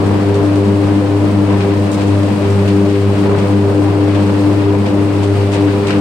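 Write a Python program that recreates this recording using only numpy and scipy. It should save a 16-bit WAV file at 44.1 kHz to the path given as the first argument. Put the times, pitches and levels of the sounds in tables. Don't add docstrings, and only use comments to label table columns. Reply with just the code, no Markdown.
import sys
import numpy as np
from scipy import signal
from scipy.fft import rfft, irfft, next_fast_len
from scipy.io import wavfile
from scipy.ndimage import uniform_filter1d, minimum_filter1d, map_coordinates

SR = 44100
rng = np.random.default_rng(int(sys.argv[2]) if len(sys.argv) > 2 else 0)


def materialize(psi):
    bounded = np.clip(np.atleast_2d(psi).T, -1, 1)
    quanta = np.round(bounded * 32767).astype(np.int16)
    wavfile.write(sys.argv[1], SR, quanta)


N = 264776
TIME_S = np.arange(N) / SR
RESTRIKE_HZ = 99.8


def amp(db):
    return 10 ** (np.asarray(db) / 20)


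def unit_rms(x):
    return x / np.sqrt(np.mean(np.abs(x) ** 2) + 1e-20)


def at_hz(points, hz):
    freqs_hz, values = np.transpose(points)
    return np.interp(np.log(hz + 1), np.log(freqs_hz + 1), values)


def curve(points):
    return np.interp(TIME_S, *np.transpose(points))


def wobble(knots_per_s):
    return map_coordinates(rng.standard_normal(2048), [TIME_S * knots_per_s], mode="wrap")


def filtered(x, response):
    size = next_fast_len(N + SR // 2)
    return irfft(rfft(x, size) * response(np.fft.rfftfreq(size, 1 / SR)), size)[..., :N]


def pan(db):
    return amp(np.array([np.atleast_1d(db), -np.atleast_1d(db)]) / 2)


def disturbance(events, half_width_s, full_db):
    bumps = (amp(db - full_db) ** 2 * np.exp(-((TIME_S - start_s) / half_width_s) ** 2)
             for start_s, db, *_ in events)
    return np.minimum(1, sum(bumps))


# freq_hz, correlation
COHERENCE = [(30, .85), (100, 0.7), (200, 0.9), (400, 0.3), (650, 0.77), (1000, 0.38), (2000, 0.072),
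             (15000, .05)]
# freq_hz, pan_db
BALANCE = [(60, 12), (200, -4), (330, 1.5), (500, 0), (770, 4), (1170, -1.5), (1800, 5.5), (2800, 3),
           (4200, 3), (6400, 1.5), (9000, -3), (12000, 3)]


def spread(noise_pair, spectrum):
    def mid_side_gains(hz):
        angle = np.arccos(at_hz(COHERENCE, hz)) / 2
        return amp(at_hz(spectrum, hz)) * [np.cos(angle), np.sin(angle)]

    mid, side = filtered(noise_pair, mid_side_gains)
    stereo = np.array([mid + side, mid - side]) / np.std(mid)
    return filtered(stereo, lambda hz: pan(at_hz(BALANCE, hz)))


def hall_noise(power, near_t60_s, tail_t60_s=0.4, tail_db=7.5):
    t = np.arange(SR) / SR
    near, tail = amp(-120 * t / near_t60_s), amp(-120 * t / tail_t60_s)
    response = near / near.sum() + amp(2 * tail_db) * tail / tail.sum()
    arriving = signal.fftconvolve(np.pad(power, (SR, 0), mode="wrap"), response)[SR:SR + N]
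    return np.sqrt(np.abs(arriving)) * rng.standard_normal((2, N))


# time_s, level_db
HARMONIC_1 = [(0.0, -16), (0.56, -17), (0.68, -14.5), (0.76, -17), (1.86, -15.5), (1.92, -20.5),
              (2.14, -13), (2.38, -20.5), (2.5, -14), (2.96, -18.5), (3.08, -12.5), (3.18, -17.5),
              (3.66, -14.5), (3.74, -18.5), (3.9, -14), (5.14, -18.5), (5.28, -14.5), (5.68, -17),
              (5.84, -18.5), (6.0, -19.0)]
HARMONIC_2 = [(0.0, -25), (0.06, -18), (0.56, -29), (0.7, -14.5), (0.78, -26.5), (0.94, -18.5),
              (1.22, -30.5), (1.32, -15), (2.04, -24.5), (2.36, -17), (2.46, -26), (2.52, -16.5),
              (2.84, -14.5), (2.94, -26), (3.04, -19.0), (3.6, -18), (3.68, -32), (4.24, -18),
              (4.62, -27.5), (4.88, -13), (5.12, -27.5), (6.0, -21.5)]
HARMONIC_3 = [(0.0, -18), (0.28, -18.0), (0.34, -27.5), (0.48, -11.5), (0.68, -20.5), (0.86, -15),
              (1.84, -19.0), (1.96, -14.5), (2.42, -18.5), (2.5, -32.5), (2.76, -13), (3.16, -22),
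              (3.22, -13.5), (3.46, -23.5), (3.54, -13.5), (3.68, -22.5), (3.82, -13), (3.92, -18.5),
              (4.06, -12.5), (4.28, -17.5), (4.48, -13), (4.88, -19.5), (4.94, -15), (5.32, -18.5),
              (5.38, -28.0), (5.64, -13.0), (5.84, -20), (6.0, -12.5)]
HARMONIC_4 = [(0.0, -24.5), (0.078, -21), (0.14, -27), (0.38, -15), (0.5, -30.5), (0.6, -17), (1.04, -31),
              (1.12, -20.5), (1.4, -32), (1.64, -18), (1.98, -31.5), (2.16, -19.5), (2.3, -34),
              (2.42, -21.5), (3.02, -18.5), (3.18, -24.5), (3.3, -14), (3.5, -27.5), (3.64, -16.5),
              (3.84, -26), (3.92, -20.5), (4.56, -27.5), (4.68, -15.5), (4.92, -25), (5.36, -19),
              (5.58, -21), (5.86, -16.5), (6.0, -26.5)]
# multiple, trim_db, swell_db, wander_rad, flutter_share, pan_db
LOW_HARMONICS = [(1, 0.5, 1.5, 0.077, 0.021, 2.1), (2, -0.5, 2, 2.1, 0.45, 0.2),
                 (3, 0, 1.47, .6, 0.22, 5.5), (4, 0.7, 1.5, 0.89, 0.27, 0.5),
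                 (5, -1, 3.5, 1.44, 0.34, -1.5)]
# multiple, level_db, flutter_per_s
HIGH_HARMONICS = [(6, -33.5, 20), (7, -38.5, 36), (8, -41.5, 30)]


def hum(fifth_db=-28.5, swells_per_s=11):
    def flutter(per_s):
        return unit_rms(wobble(per_s) + 1j * wobble(per_s))

    phase = 2 * np.pi * RESTRIKE_HZ * TIME_S
    sag_db = 4 * disturbance(PORT_FLARES, half_width_s=0.027, full_db=-17.5)
    pump_db = 2 * disturbance(HEAVY_STRIKES, half_width_s=0.034, full_db=-8.5)
    levels_db = [curve(HARMONIC_1),
                 curve(HARMONIC_2) + pump_db - sag_db,
                 curve(HARMONIC_3) - sag_db,
                 curve(HARMONIC_4) + pump_db - sag_db,
                 fifth_db - sag_db]
    out = np.zeros((2, N))
    for level_db, (k, trim_db, swell_db, wander_rad, share, pan_db) in zip(levels_db, LOW_HARMONICS):
        hall_rad = rng.uniform(0, 2 * np.pi)
        tone = np.exp(1j * (k * phase + hall_rad + wander_rad * wobble(4)))
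        waver = 1 + share * (flutter(32) + 0.35 * np.array([flutter(37), flutter(18)]))
        swell = 1 + (amp(swell_db) - 1) * np.tanh(wobble(swells_per_s))
        out += amp(level_db + trim_db) * pan(pan_db) * unit_rms((swell * waver * tone).real)
    for k, level_db, per_s in HIGH_HARMONICS:
        waver = flutter(per_s) + 0.16 * np.array([flutter(per_s), flutter(per_s)])
        out += amp(level_db) * unit_rms((waver * np.exp(1j * k * phase)).real)
    return out


# time_s, relative_db
ROAR_LEVEL = [(0.0, -26), (0.06, -26.0), (0.74, -29), (1.44, -28), (2.82, -28.5), (3.0, -32), (3.34, -25.5),
              (3.52, -27.5), (4.62, -28.5), (6.0, -29)]
# freq_hz, gain_db
ROAR_SPECTRUM = [(20, -28.5), (45, -17), (68, -9), (100, -2.5), (165, 3.5), (250, 1.5), (350, 2), (550, -1),
                 (740, -7.5), (980, -5), (1300, -16), (1700, -19), (4000, -47), (10000, -96)]


def roar(gain_db=7.5, surge_db=1, surges_per_s=16, scatter_db=0.5, jitter_rad=2.1):
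    level_db = curve(ROAR_LEVEL) + gain_db + surge_db * wobble(surges_per_s)
    phase = 2 * np.pi * RESTRIKE_HZ * TIME_S + jitter_rad * wobble(45)
    puffs = np.exp(np.cos(phase)) * amp(scatter_db * wobble(RESTRIKE_HZ))
    return amp(level_db) * spread(hall_noise(puffs ** 2, near_t60_s=0.008), ROAR_SPECTRUM)


# time_s, relative_db
SPARK_LEVEL = [(0.04, -35), (0.3, -36.5), (2.38, -35), (2.77, -35), (3.34, -34.5), (3.87, -36.5),
               (4.27, -35), (4.85, -37), (5.4, -35), (5.8, -35)]
# freq_hz, gain_db
SPARK_SPECTRUM = [(700, -25.5), (1200, -4), (1700, -9.5), (2600, -9), (3500, -14.5), (4700, -16),
                  (6000, -22.5), (7500, -23), (8500, -20.5), (9300, -23.5), (10300, -31.5), (13500, -36.5),
                  (15500, -34.5)]


def crackle(sparks_per_s=900, scatter_db=4.5, split_hz=4500, coarse_db=2, fine_db=1.03):
    def shower():
        sizes = amp(scatter_db * np.clip(rng.standard_normal(N), -2.5, 2.5))
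        sparks = sizes * (rng.random(N) < sparks_per_s / SR)
        return spread(hall_noise(sparks ** 2, near_t60_s=0.043), SPARK_SPECTRUM)

    def low_share(hz):
        return 1 / (1 + (hz / split_hz) ** 6)

    coarse = filtered(shower(), lambda hz: np.sqrt(low_share(hz)))
    fine = filtered(shower(), lambda hz: np.sqrt(1 - low_share(hz)))
    return amp(curve(SPARK_LEVEL)) * (amp(coarse_db) * coarse + amp(fine_db) * fine)


def whine(pitch_hz=5254, level_db=-63):
    gain = amp(level_db + 2 * wobble(5))
    return gain * unit_rms(np.sin(2 * np.pi * pitch_hz * TIME_S + 0.6 * wobble(11)))


# start_s, relative_db, tilt_db_per_octave
PORT_FLARES = [(.059, -27.5, 7.5), (.34, -22.5, 0), (.555, -23.5, 0), (1.604, -16, -7), (1.914, -24, 5.5),
               (1.927, -20.5, 3), (1.976, -25, 1), (2.007, -19.5, -2.5), (2.068, -25, 2.5), (2.229, -25, 1),
               (2.419, -22, -5), (2.499, -24, 3), (2.677, -16.5, -5), (2.895, -21, -3.5),
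               (3.38, -18.5, -4.5), (4.146, -17.5, -5.5), (4.214, -25, -3), (4.858, -16.5, -6),
               (5.23, -20, 0.5), (5.37, -28, 0), (5.517, -21.5, 3), (5.532, -15, -3.5), (5.551, -18.5, -8),
               (5.868, -14, -2), (5.883, -17, -8.5), (5.903, -12.5, -8)]
# freq_hz, gain_db
FLARE_SPECTRUM = [(700, -29), (1500, -3.5), (2500, 4), (4500, 0), (6500, -5), (8800, -4.5), (10500, -20),
                  (15500, -29)]


def flares(gain_db=-10.5, pan_db=2.5, rise_s=0.0012, t60_s=0.22, tail_db=-13, tail_t60_s=0.67):
    t = np.arange(SR // 2) / SR
    hz = np.fft.rfftfreq(len(t), 1 / SR)
    octaves = np.log2(np.maximum(hz, 1000) / 4000)
    sputter = amp(2 * wobble(450))
    attack = 1 - np.exp(-t / rise_s)
    decay = np.hypot(amp(-60 * t / t60_s), amp(tail_db - 60 * t / tail_t60_s))
    out = np.zeros((2, N + SR))
    for start_s, db, tilt in PORT_FLARES:
        colour = amp(at_hz(FLARE_SPECTRUM, hz) + tilt * octaves)
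        hiss = unit_rms(irfft(rfft(rng.standard_normal((2, len(t)))) * colour, len(t)))
        start = round(start_s * SR)
        out[:, start:start + len(t)] += amp(db + gain_db) * attack * decay * hiss
    return pan(pan_db) * sputter * out[:, :N]


# start_s, relative_db
HEAVY_STRIKES = [(0.093, -14.5), (1.647, -12.5), (1.67, -20), (3.316, -13.5), (3.346, -5), (4.295, -11.5),
                 (4.75, -12), (5.682, -14.5), (5.899, -11)]
# freq_hz, gain_db
BLAST_SPECTRUM = [(100, -55), (250, -28), (550, 3.5), (1000, 1.5), (1700, -9), (4000, -24), (10000, -81)]


def blasts(gain_db=-8.5, t60_s=0.045):
    envelope = np.zeros(N)
    for start_s, db in HEAVY_STRIKES:
        after = TIME_S >= start_s
        envelope[after] += amp(db + gain_db - 60 * (TIME_S[after] - start_s) / t60_s)
    rms = np.sqrt(np.mean(envelope ** 2))
    return rms * spread(envelope * rng.standard_normal((2, N)), BLAST_SPECTRUM)


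def scene():
    return hum() + roar() + crackle() + whine() + flares() + blasts()


def record(dry):
    ceiling, window_samples = 0.92, 601
    needed = np.minimum(1, ceiling / (np.abs(dry).max(axis=0) + 1e-9))
    gain = uniform_filter1d(minimum_filter1d(needed, window_samples), window_samples)
    return filtered(dry * gain, lambda hz: hz < 15800)


dry = scene()
out = record(dry)
materialize(out)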